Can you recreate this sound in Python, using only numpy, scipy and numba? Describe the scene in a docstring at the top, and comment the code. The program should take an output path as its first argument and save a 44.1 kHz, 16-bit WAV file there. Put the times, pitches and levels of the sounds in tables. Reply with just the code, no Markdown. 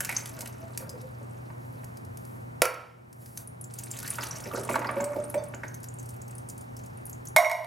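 """Wet chickpeas leave two cans for a colander in a sink: swarms of tiny bubbles squelch and crackle.
Clumps plop (and the can first rattles) as noise slaps with bubbles; brine drips plink, air gurgles and glugs.
Each empty can is set down hard on tiles: noise cracks, a bright tick and ringing steel modes.
Sink and kitchen add noise-tail echoes over rubbing hiss, a background of rumble and wide hiss, and fridge hum.
A gain control ducks overloads, most plainly at the two knocks, and recovers slowly."""
import sys
import numpy as np
from scipy import signal
from scipy.fft import rfft, irfft
from scipy.io import wavfile
from scipy.ndimage import uniform_filter1d
from numba import njit

SR = 44100
rng = np.random.default_rng(int(sys.argv[2]) if len(sys.argv) > 2 else 0)


def generate_wav(signal):
    """Clip the signal to [-1, 1] and save it as 16-bit WAV at the path in sys.argv[1]."""
    frames = np.transpose(np.atleast_2d(signal))
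    scaled = np.clip(frames, -1, 1) * 32767
    pcm = np.round(scaled).astype(np.int16)
    wavfile.write(sys.argv[1], SR, pcm)


N = 337806
TIME = np.arange(N) / SR
TOP_HZ = 15800  # upper band limit


def amp(db):
    """Decibels to gain."""
    return 10 ** (np.asarray(db) / 20)


def unit(x):
    """Scale to rms 1."""
    return x / np.sqrt(np.mean(x ** 2))


def seconds(length_s):
    """Time axis of a short sound."""
    return TIME[:int(length_s * SR) + 2]


def fade(t, t60):
    """Exponential decay, 60 dB in t60."""
    return np.exp(-np.log(1000) * t / t60)


def add(track, start_s, sound):
    """Mix a sound into a track at start_s."""
    i = min(max(int(start_s * SR), 0), N)
    track[i:i + len(sound)] += sound[:N - i]


def colour(x, points, keep_power=True, size=4096):
    """Minimum-phase filter through (Hz, dB) points; by default white noise keeps its power."""
    hz, db = np.transpose(points)
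    bin_hz = np.fft.rfftfreq(size, 1 / SR)
    gain = amp(np.interp(np.log(bin_hz + 1), np.log(hz), db))
    # folding the cepstrum makes the response causal
    cepstrum = irfft(np.log(gain))
    cepstrum[1:size // 2] *= 2
    cepstrum[size // 2 + 1:] = 0
    response = irfft(np.exp(rfft(cepstrum)))
    if keep_power:
        response = response / np.linalg.norm(response)
    return signal.fftconvolve(x, response)[:N]


def walk(rate_hz):
    """Smooth random wander with rms 1, one new value per 1 / rate_hz."""
    k = int(SR / rate_hz)
    steps = np.repeat(rng.standard_normal(N // k + 1), k)[:N]
    return unit(uniform_filter1d(uniform_filter1d(steps, k), k))


def bursts(starts_s, levels_db, rise, t60):
    """A short decaying rush of noise for each contact; rise and t60 in s."""
    out, t = np.zeros(N), seconds(t60 + rise)
    shape = (1 - np.exp(-t / rise)) * fade(t, t60)
    shape = shape / shape.max()
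    for start_s, level_db in zip(starts_s, levels_db):
        add(out, start_s, amp(level_db) * shape * rng.standard_normal(len(t)))
    return out


def bubble(hz, cycles, glide):
    """A damped ring whose pitch climbs as the bubble nears the surface."""
    t = seconds(cycles / hz)
    age = t * hz / cycles  # 0 to 1 over its life
    ring = np.sin(2 * np.pi * hz * t * (1 + glide * age / 2))
    return ring * fade(age, 0.84) * (1 - np.exp(-t * hz))


def grains(low_hz, high_hz, cycles, spread_db, count):
    """A swarm of tiny bursting films and bubbles of all sizes, rms 1."""
    out = np.zeros(N)
    for when, pitch, size in rng.random((count, 3)):
        hz = min(low_hz * (high_hz / low_hz) ** pitch, TOP_HZ)
        strength = amp(spread_db * min(-np.log(1 - size), np.pi))
        add(out, when * N / SR, strength * np.sqrt(hz) * bubble(hz, cycles, glide=0.25))
    return unit(out)


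# peas sliding out, one table per can, levels before trim: time_s, squelch_db, crackle_db
POUR_LEVELS = [
    [(0.0, -53, -48), (0.13, -45, -41.5), (0.49, -51, -59.5), (0.89, -52, -63.5), (1.09, -59.5, -67),
     (1.54, -56, -71), (1.89, -61, -69), (2.21, -65, -84), (2.4, -53, -81)],
    [(3.7, -60, -56.5), (3.89, -49, -53), (4.05, -48, -45), (4.22, -39, -46), (4.5, -46, -48.5),
     (4.89, -33.5, -57), (5.01, -35, -50), (5.61, -55.5, -82), (5.8, -68, -73)],
]
# squelch spectrum: freq_hz, level_db
SQUELCH_SPECTRUM = [(120, -23), (280, 3.5), (550, -0.5), (1200, 2.5), (2200, -6), (3300, -19),
                    (6000, -22.5)]
# brine crackle spectrum: freq_hz, level_db
CRACKLE_SPECTRUM = [(1500, 10.5), (3300, -10.5), (5500, -5.5), (10000, -4.5), (12500, -3.5), (15000, -15)]
# span of the wet heap's fizz: start_s, end_s
DRAIN_SPAN = (3.9, 7.3)
DRAIN_FIZZ_DB = -69


def pouring(squelch_trim_db=-7.5, crackle_trim_db=-1.0, patchy_db=3.0):
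    """Sticky peas part: a dense low squelch and a fine crackle of brine, plus a faint fizz as it drains."""
    squelch = grains(low_hz=255.0, high_hz=4620, cycles=10.2, spread_db=4.0, count=8000)
    squelch = unit(colour(squelch, SQUELCH_SPECTRUM))
    crackle = grains(low_hz=2506, high_hz=16700, cycles=12.8, spread_db=7.0, count=14000)
    # peas let go in fits: patchy crackle
    crackle = unit(colour(crackle, CRACKLE_SPECTRUM) * amp(patchy_db * walk(70)))
    draining = (TIME > DRAIN_SPAN[0]) * (TIME < DRAIN_SPAN[1])
    out = crackle * amp(DRAIN_FIZZ_DB) * draining
    silent = dict(left=-np.inf, right=-np.inf)  # outside each pour
    for pour in POUR_LEVELS:
        time_s, squelch_db, crackle_db = np.transpose(pour)
        out += squelch * amp(np.interp(TIME, time_s, squelch_db, **silent) + squelch_trim_db)
        out += crackle * amp(np.interp(TIME, time_s, crackle_db, **silent) + crackle_trim_db)
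    return out


# plops of landing clumps; the first rows near 2 kHz are can rattles and knocks
# levels before trim: start_s, slap_db, body_db, pitch_hz
PLOPS_AND_RATTLES = [(0.005, -22.5, -45, 1630), (0.092, -17.5, -63, 2250), (0.1, -24, -60, 2300),
                     (0.125, -27, -59, 2100), (0.185, -29, -51, 2000), (0.258, -33, -60, 3300),
                     (0.38, -39, -42.5, 1490), (0.425, -36.5, -44, 920), (0.46, -33.5, -49, 2800),
                     (0.628, -43, -43, 636), (0.8, -43, -43, 2100), (0.822, -39.5, -43.5, 1370),
                     (0.872, -50, -46, 700), (0.955, -44, -41, 637), (1.21, -48, -46, 664),
                     (1.501, -40, -63, 980), (1.835, -41.5, -68, 776), (4.185, -23, -46.5, 1356),
                     (4.194, -31, -48, 1880), (4.457, -31.5, -35, 1970), (4.533, -42, -29.5, 1090),
                     (4.573, -34, -29.5, 950), (4.609, -45, -51, 1070), (4.69, -18.5, -27, 1000),
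                     (4.712, -26, -35, 2300), (4.742, -20.5, -32, 1480), (4.757, -11.5, -31, 1026),
                     (4.781, -29, -30, 755), (4.793, -28, -38, 1300), (4.817, -19.5, -38, 950),
                     (4.845, -15, -34, 1300), (4.856, -25, -35, 804), (4.89, -16, -35, 1150),
                     (4.903, -24, -38, 1500), (4.966, -25.5, -28.5, 890), (5.002, -21.5, -29, 900),
                     (5.04, -29, -49, 1010), (5.118, -37, -43, 1120), (5.158, -33, -26, 820),
                     (5.342, -23.5, -28, 810), (5.538, -28.5, -40, 1566), (5.634, -23, -38.5, 1730)]
# dull body spectrum: freq_hz, level_db
BODY_SPECTRUM = [(40, -61), (130, -18), (250, 4.5), (550, 4.5), (900, -6), (1500, -31), (4000, -33.5)]
# slap spectrum: freq_hz, level_db
SLAP_SPECTRUM = [(60, -55), (300, -11), (750, 2), (1150, -3.5), (2200, 3), (3200, -15), (6000, -24.5),
                 (15000, -37)]


def plops_and_rattles(thud_db=-4, bump_db=-4, bump_hz=450, spatter_db=-11, pocket_db=5,
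                      followers_db=-6, scatter=0.381, count=6):
    """Each plop or rattle: dull noise body, quick noise slap, one bubble ring, then smaller rings and bumps."""
    starts_s, slaps_db, bodies_db, _ = np.transpose(PLOPS_AND_RATTLES)
    out = colour(bursts(starts_s, bodies_db + thud_db, rise=0.0042, t60=0.1), BODY_SPECTRUM)
    out += colour(bursts(starts_s, slaps_db + spatter_db, rise=0.00017, t60=0.034), SLAP_SPECTRUM)
    for start_s, slap_db, body_db, hz in PLOPS_AND_RATTLES:
        add(out, start_s, amp(slap_db + pocket_db) * bubble(hz, cycles=17.4, glide=0.13))
        delays_s = .016 * rng.random(count)
        # for a clump: peas that follow and bump the colander
        for delay_s, pitch, weight in zip(delays_s, *rng.standard_normal((2, count))):
            follower = bubble(hz * np.exp(scatter * pitch), cycles=20, glide=0.78)
            bump = bubble(bump_hz * np.exp(0.35 * weight), cycles=6.2, glide=0.05)
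            later = fade(delay_s, t60=0.11)
            add(out, start_s + delay_s, later * amp(slap_db + followers_db) * follower)
            add(out, start_s + delay_s, later * amp(body_db + bump_db) * bump)
    return out


# wet snaps and taps on the can, levels before trim: start_s, level_db
CLICKS = [(0.0054, -17.5), (0.0482, -19.5), (0.0927, -24.5), (0.114, -30), (0.126, -31), (0.2578, -28),
          (0.294, -34.5), (0.39, -33), (0.4075, -24.5), (0.417, -32), (0.4584, -33), (0.4742, -30.5),
          (0.775, -21), (1.0142, -41), (1.8438, -39), (1.9712, -39.5), (2.0493, -45.5), (2.1723, -38),
          (2.2509, -42.5), (3.128, -37), (3.2595, -35.5), (3.3743, -22.5), (3.972, -39), (3.9888, -28),
          (4.001, -31), (4.029, -29.5), (4.077, -25.5), (4.2378, -29), (5.8416, -33.5)]
# bright click spectrum, also the cans' tick: freq_hz, level_db
CLICK_SPECTRUM = [(500, -21), (2000, -2.5), (3200, -11), (5000, -1), (8000, -0.5), (11500, 2.5),
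                  (15000, -11)]


def snaps(spray_db=-10.0, pulse_db=12.0):
    """Bright clicks: a sharp pulse and a few milliseconds of spray."""
    starts_s, levels_db = np.transpose(CLICKS)
    out = bursts(starts_s, levels_db + spray_db, rise=0.0017, t60=0.013)
    for start_s, level_db in CLICKS:
        add(out, start_s + 0.00056, amp([level_db + pulse_db]))
    return colour(out, CLICK_SPECTRUM)


# brine drops, level before trim, splash relative to it: start_s, level_db, pitch_hz, splash_db
DROPS = [(0.165, -10.5, 6270, -35), (0.892, -28, 4900, -11.5), (3.473, -26, 9500, -27),
         (3.6105, -23.5, 9860, -29), (3.64, -30.5, 7240, -15), (3.7367, -27, 9500, -13.5),
         (3.7855, -29, 6700, -4), (3.8346, -25.5, 8600, -13), (3.858, -31, 9300, -26),
         (3.905, -34, 9100, -11), (3.912, -21, 7400, -15), (3.971, -29.5, 6540, -27),
         (4.0636, -33.5, 4500, -13), (4.1026, -15.5, 9630, -22), (4.153, -35, 8200, -4),
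         (4.2078, -30, 5230, -18), (4.2282, -29, 6200, -18), (4.309, -22, 5720, -31),
         (4.359, -32, 5700, -20), (4.4025, -33, 9810, -11), (4.438, -33, 5480, -15),
         (4.563, -49, 6900, -22), (4.6335, -33, 9730, -10), (4.648, -29, 9000, -13),
         (4.6945, -31, 9100, -6), (4.7315, -32, 7700, -6.5), (4.7535, -33, 4040, -2),
         (4.7905, -35, 6700, -4), (4.868, -29, 4870, -22), (4.9105, -28, 9100, -25),
         (5.006, -22, 7070, -27), (5.0406, -19, 7970, -16.5), (5.222, -41, 8430, -22),
         (5.2395, -26.5, 8950, -31), (5.2985, -22.5, 10050, -31), (5.3415, -28.5, 8300, -14),
         (5.437, -31, 8400, -16), (5.4835, -37, 9800, -23), (5.5445, -31.5, 6900, -20),
         (5.68, -34, 6400, -18), (5.7416, -33.5, 6200, -9), (5.801, -43, 9500, -13),
         (5.8292, -38, 6900, -8), (5.885, -29.5, 7000, -30), (5.9388, -31, 9100, -27),
         (5.9854, -33.5, 7400, -24), (5.9942, -34.5, 6400, -13.5), (6.027, -42, 9640, -9),
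         (6.0565, -39.5, 8800, -9), (6.0884, -36.5, 9600, -6.5), (6.103, -38.5, 8900, -13),
         (6.138, -45, 9200, -11), (6.162, -45, 11900, -11), (6.2158, -35.5, 6760, -14),
         (6.2776, -47, 6400, -3), (6.3077, -38.5, 8000, -12.5), (6.3508, -33.5, 9800, -19),
         (6.38, -31, 9270, -18), (6.4867, -30.5, 9100, -14), (6.4967, -33, 7030, -7.5),
         (6.577, -39, 9200, -9), (6.6094, -36, 9300, -14), (6.765, -44.5, 5370, -1),
         (6.789, -44, 6250, -12), (6.835, -41, 7050, -15), (6.859, -42.5, 10200, -7),
         (6.9721, -41, 9440, -21), (7.0535, -27.5, 10400, -30), (7.064, -29, 10000, -24),
         (7.0946, -29.5, 11100, -17.5), (7.1284, -32.5, 6800, -27), (7.2526, -34, 11800, -10),
         (7.2704, -29.5, 6550, -22), (7.283, -30.5, 10200, -21)]
# splash spectrum: freq_hz, level_db
SPLASH_SPECTRUM = [(1000, -16), (2600, -15), (3300, -6), (3800, -12.5), (4600, -2), (6300, 3), (8000, 5),
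                   (11500, 3), (15000, -3.5)]


def drips(ring_db=-2.0, satellite_db=-8, spread_s=0.0024, lag_s=.0011, scatter=0.22, count=3):
    """Each drop splashes, its trapped bubble gives one short plink, and a few weaker ones burst with it."""
    starts_s, levels_db, _, splashes_db = np.transpose(DROPS)
    splash = bursts(starts_s + lag_s, levels_db + splashes_db, rise=0.00031, t60=0.037)
    out = colour(splash, SPLASH_SPECTRUM)
    for start_s, level_db, hz, _ in DROPS:
        add(out, start_s + lag_s, amp(level_db + ring_db) * bubble(hz, cycles=92, glide=0.07))
        for delay_s, pitch in zip(spread_s * rng.random(count), rng.uniform(-0.56, 1, count)):
            satellite = bubble(hz * np.exp(scatter * pitch), cycles=85.0, glide=0.14)
            add(out, start_s + lag_s + delay_s, amp(level_db + satellite_db) * satellite)
    return out


# air squeezing in past the peas: start_s, start_pitch_hz, level_db
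AIR_STRINGS = [(0.814, 1190, -43), (4.024, 1415, -30.5), (4.499, 1067, -25.5)]


def gurgles(climb_per_s=4.7, length_s=0.072, jitter=0.046, count=9):
    """A quick string of bubbles whose pitch climbs, with a little jitter, as air squeezes in."""
    out = np.zeros(N)
    for start_s, start_hz, level_db in AIR_STRINGS:
        for delay_s, pitch in zip(length_s * rng.random(count), rng.standard_normal(count)):
            hz = start_hz * np.exp(climb_per_s * delay_s + jitter * pitch)
            add(out, start_s + delay_s, amp(level_db) * bubble(hz, cycles=19, glide=0.25))
    return out


# gulped air ringing the can's cavity: start_s, pitch_hz, level_db, length_s
GULPS = [(0.313, 648, -51.5, 0.24), (0.602, 656, -46.5, 0.075), (0.8, 530, -43, .04),
         (0.935, 500, -40, 0.032), (1.025, 510, -43.5, 0.034), (4.53, 472.4, -36, 0.032),
         (4.72, 522, -35, 0.14), (4.913, 570, -33, 0.022), (4.96, 560, -24.5, 0.17),
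         (5.138, 569, -31, .035), (5.179, 586, -22, 0.033), (5.255, 596, -44, .04),
         (5.349, 596, -21.5, 0.033)]
GLUG_SWELL_S = 0.0091
GLUG_RISE_PER_S = 0.15  # phase factor; relative pitch climbs at twice this


def glugs(sag_db_per_s=50, release_t60=0.084, rough_db=2.0, wobble_rad=0.39):
    """Air in the can swells into a hollow, slightly rising note, sags while air flows, then rings out."""
    out, t = np.zeros(N), seconds(.4)
    for start_s, hz, level_db, length_s in GULPS:
        swell = np.minimum(t / GLUG_SWELL_S, 1)
        release = fade(np.maximum(t - length_s, 0), release_t60)
        shape = swell * amp(-sag_db_per_s * t) * release
        phase = 2 * np.pi * hz * t * (1 + GLUG_RISE_PER_S * t) + wobble_rad * walk(87)[:len(t)]
        add(out, start_s, amp(level_db) * shape * np.sin(phase))
    return out * amp(rough_db * walk(110))


PING_S = 5.378  # second can runs empty
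# modes of that can while held: freq_hz, level_db, t60_s
HELD_MODES = [(890, -45, 0.27), (1084, -50, 0.41), (3560, -55, 0.17), (4600, -55, 0.19), (5303, -56, .18),
              (6100, -52, 0.13)]


def can_ping():
    """The last peas leave the can in the hand, and its wall rings faintly."""
    out, t = np.zeros(N), seconds(.6)
    for hz, level_db, t60 in HELD_MODES:
        add(out, PING_S, amp(level_db) * np.sin(2 * np.pi * hz * t) * fade(t, t60))
    return out


# hands and sleeve sliding over paper labels: centre_s, level_db, half_width_s
RUB_STROKES = [(0.01, -57, 0.025), (0.406, -58, 0.029), (0.813, -55, 0.03), (1.743, -68.5, 0.22),
               (2.283, -64, 0.15), (3.285, -53.5, 0.12), (3.39, -49, 0.026), (4.095, -49, 0.057)]
# rub spectrum: freq_hz, level_db
RUB_SPECTRUM = [(500, -6), (3000, -17.5), (6000, -11.5), (11500, -2.5), (15500, -12)]


def rubs():
    """Skin and wool on paper: a fine, slightly uneven hiss that swells and fades."""
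    pressure = np.zeros(N)
    for centre_s, level_db, half_width_s in RUB_STROKES:
        pressure += amp(level_db) * np.exp(-((TIME - centre_s) / half_width_s) ** 2)
    return pressure * amp(2 * walk(60)) * colour(rng.standard_normal(N), RUB_SPECTRUM)


# first can on the tiles, levels before trim: start_s, crack_db, ring_db
FIRST_CONTACTS = [(2.619, 7, -0.5), (2.6215, -5, -15.5), (2.645, -13, -24), (2.654, -6, -11),
                  (2.743, -25, -29.5)]
# second can, rocking before it settles, levels before trim: start_s, crack_db, ring_db
SECOND_CONTACTS = [(7.363, 7.5, 3), (7.366, 4.5, -16), (7.383, -8, -21), (7.395, -12, -27),
                   (7.447, -28, -9.5), (7.497, -14.5, -16), (7.514, -10, -14), (7.645, -28, -38)]
# modes of the first empty can, relative: freq_hz, level_db, t60_s
FIRST_MODES = [(432, -14, .14), (508, 1, 0.25), (572, -7, .2), (684, -16, 0.42), (967, -13, 0.42),
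               (1087, -15, 0.45), (1283, -14, 0.42), (1347, -9, .34), (1380, -11, .4), (1658, -22, .35),
               (1980, -21, .3), (2164, -16, .3), (2225, -16, .33), (2309, -17, 0.38), (2365, -18, .36),
               (2545, -21, .36), (2910, -18, 0.18), (4485, -23, .33), (5340, -24, .37), (5523, -24, .42),
               (6982, -21, .2), (8750, -27, .17)]
# modes of the second empty can, relative: freq_hz, level_db, t60_s
SECOND_MODES = [(585, -15, .35), (631, -3.5, 0.68), (692, -6.5, 0.7), (740, -16, .3), (909, -16, 0.59),
                (1023, -11.5, .7), (1090, -4.5, 0.43), (1940, -10, 0.55), (2008, -13, 0.65),
                (2110, -12, .4), (2169, 0, 0.38), (2285, -12, .27), (2363, -10, 0.2), (2862, -27, 0.7),
                (3740, -20, .3), (3850, -19, 0.2), (5570, -21, .45), (5660, -15, .33), (6630, -19, 0.33),
                (8382, -19, 0.28), (9900, -27, .28), (11010, -24, 0.28), (11600, -22, 0.28),
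                (12300, -26, .25)]
# first can's crack spectrum: freq_hz, level_db
FIRST_SPECTRUM = [(30, -68), (150, -27.5), (300, 0), (550, 9), (1000, 8), (1700, 7), (2400, 6.5),
                  (3400, -8.5), (5000, -0.5), (8000, -4), (11500, -1), (15000, -14)]
# second can's crack spectrum: freq_hz, level_db
SECOND_SPECTRUM = [(30, -67), (150, -34), (330, -7.5), (460, 1.5), (650, 17), (1050, 14), (1500, 3.5),
                   (2200, 8), (2700, -9), (3800, 0.5), (4700, -1), (5600, -8), (6100, -21), (6600, -3),
                   (7400, -13), (8500, -3), (10200, -6), (11500, 2.5), (15000, -12)]
CHATTER_HZ = 2000  # modes above this ring more and more smoothly


def can_knock(contacts, modes, spectrum, tick_db, crack_db, ring_db, buzz_db, buzz_t60, split,
              cluster_db, rough_db, count=4):
    """The rim cracks on tile, the thin steel rings on and buzzes against it; gives (crack, ring)."""
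    starts_s, cracks_db, rings_db = np.transpose(contacts)
    crack = bursts(starts_s, cracks_db + crack_db, rise=0.0001, t60=0.012)
    # hard contact: one bright tick each
    tick = np.zeros(N)
    for start_s, level_db in zip(starts_s, cracks_db):
        add(tick, start_s + .0003, amp([level_db + tick_db]))
    buzz = bursts(starts_s, rings_db + buzz_db, rise=0.0038, t60=buzz_t60)
    ring, t = np.zeros(N), seconds(0.88)
    for hz, mode_db, t60 in modes:
        # seam and ribs split each mode into a close cluster
        split_hz = hz * (1 + split * rng.standard_normal(count))
        neighbours = np.sin(2 * np.pi * (np.outer(split_hz, t) + rng.random((count, 1))))
        cluster = np.sin(2 * np.pi * hz * t) + amp(cluster_db) * neighbours.sum(axis=0)
        # the chattering rim roughens it
        chatter = amp(rough_db * min(1, CHATTER_HZ / hz) * walk(149)[:len(t)])
        tone = cluster * fade(t, t60) * chatter
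        for start_s, blow_db in zip(starts_s, rings_db):
            add(ring, start_s, rng.choice([-1, 1]) * amp(ring_db + blow_db + mode_db) * tone)
    return colour(crack + buzz, spectrum) + colour(tick, CLICK_SPECTRUM), ring


# echo side against mid: freq_hz, level_db
ECHO_WIDTH = [(60, -21.5), (260, -17), (600, -9), (1400, -3.5), (2400, -8.5), (4500, -26), (7000, -30),
              (9500, -10.5), (13000, -1)]


def echoes(x, delay, t60, treble_t60, db, split_hz=3000):
    """Dense reflections as decaying noise tails, shorter in the treble; times in s; gives (mid, side)."""
    t = seconds(1.0)
    low_pass = signal.butter(2, split_hz, fs=SR, output="sos")
    pair = []
    for noise in rng.standard_normal((2, len(t))):
        low = signal.sosfilt(low_pass, noise)
        tail = (low * fade(t, t60) + (noise - low) * fade(t, treble_t60)) * (t > delay)
        pair.append(signal.fftconvolve(x, amp(db) * tail / np.linalg.norm(tail))[:N])
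    return np.array([pair[0], colour(pair[1], ECHO_WIDTH, keep_power=False)])


# background rumble and hiss spectrum: freq_hz, level_db
FLOOR_SPECTRUM = [(15, -51.5), (25, -31), (87, -9.5), (102, -6), (123, -9.5), (149, -6.5), (242, -24),
                  (270, -14.5), (293, -20.5), (451, -24), (734, -26.5), (796, -25.5), (3430, -47),
                  (11600, -46), (16000, -52)]
# width of that background, side against mid: freq_hz, level_db
FLOOR_WIDTH = [(60, -30), (130, -17), (260, 5), (550, 10.5), (1100, 11), (2200, 11.5), (4000, -1.5),
               (6500, -12), (9500, -7), (13000, 1)]
# fridge tones before waver: freq_hz, rms_db
HUM_TONES = [(120.6, -45.5), (96, -61.5), (240.8, -59.5), (211.6, -60), (354.6, -66.5)]


def background(floor_db=-48.0, waver_db=1.5):
    """A wavering fridge hum over steady noise, a low rumble and a wide hiss; gives (mid, side)."""
    mid, side = (amp(floor_db) * colour(rng.standard_normal(N), FLOOR_SPECTRUM) for _ in range(2))
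    for hz, rms_db in HUM_TONES:
        level = amp(rms_db + waver_db * walk(8.3))
        tone = unit(np.sin(2 * np.pi * hz * TIME + 0.16 * walk(6.0)))
        mid = mid + level * tone
    return np.array([mid, colour(side, FLOOR_WIDTH, keep_power=False)])


# rightward lean of the sink's sound, side against mid: freq_hz, level_db
SINK_LEAN = [(100, -34), (350, -19.5), (1300, -14.5), (2400, -16.5), (4500, -25.5), (15000, -44.5)]
RING_LEAN_DB = -17  # extra lean: empty cans stand further right


def scene():
    """Wet sounds and cracks echo off the basin close by; the room answers everything later."""
    wet = pouring() + rubs() + plops_and_rattles() + snaps() + gurgles() + drips() + can_ping()
    first = can_knock(FIRST_CONTACTS, FIRST_MODES, FIRST_SPECTRUM, tick_db=5, crack_db=0, ring_db=-10,
                      buzz_db=-33.5, buzz_t60=0.57, split=.014, cluster_db=-7, rough_db=3.0)
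    second = can_knock(SECOND_CONTACTS, SECOND_MODES, SECOND_SPECTRUM, tick_db=3.5, crack_db=1.5,
                       ring_db=-10.0, buzz_db=-25, buzz_t60=0.59, split=0.0123, cluster_db=-6.5,
                       rough_db=3.5)
    crack, ring = np.add(first, second)
    hollow = glugs()
    basin = echoes(wet + amp(-2.5) * crack, delay=.002, t60=0.027, treble_t60=0.025, db=-3.5)
    room_send = amp(-1.0) * wet + amp(-3.0) * crack + amp(-6.5) * ring + amp(-5.5) * hollow
    room = echoes(room_send, delay=0.01, t60=0.51, treble_t60=0.25, db=-6.5)
    mid, side = basin + room
    mid = mid + wet + crack + ring + hollow
    # negative side leans right
    side = side - colour(mid, SINK_LEAN, keep_power=False) - amp(RING_LEAN_DB) * ring
    mid, side = np.array([mid, side]) + background()
    return np.array([mid + side, mid - side])


@njit
def follow(excess, attack, hold, release):
    """Level that jumps up with overload, holds a moment and creeps back; times in s."""
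    out, held, age = np.empty(len(excess)), 0., 0.
    for i in range(len(excess)):
        age += 1 / SR
        if excess[i] > held:
            held += (excess[i] - held) / (SR * attack)
            age = 0.
        elif age > hold:
            held -= held / (SR * release)
        out[i] = held
    return out


LOOK_AHEAD_S = .0012


def record(dry, threshold_db=-14.5, ratio=2.45):
    """Gain control ducks just ahead of an overload, any peak past full scale clips, and the top is cut."""
    level_db = 20 * np.log10(np.abs(dry).max(axis=0) + 1e-9)
    excess_db = np.maximum(level_db - threshold_db, 0)
    held_db = follow(excess_db, attack=0.000095, hold=0.13, release=0.5)
    reduction_db = held_db * (1 - 1 / ratio)
    gain = amp(-np.interp(TIME + LOOK_AHEAD_S, TIME, reduction_db))
    clipped = np.clip(dry * gain, -1, 1)
    return signal.sosfilt(signal.ellip(8, .2, 70, TOP_HZ, fs=SR, output="sos"), clipped)


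dry = scene()
out = record(dry)
generate_wav(out)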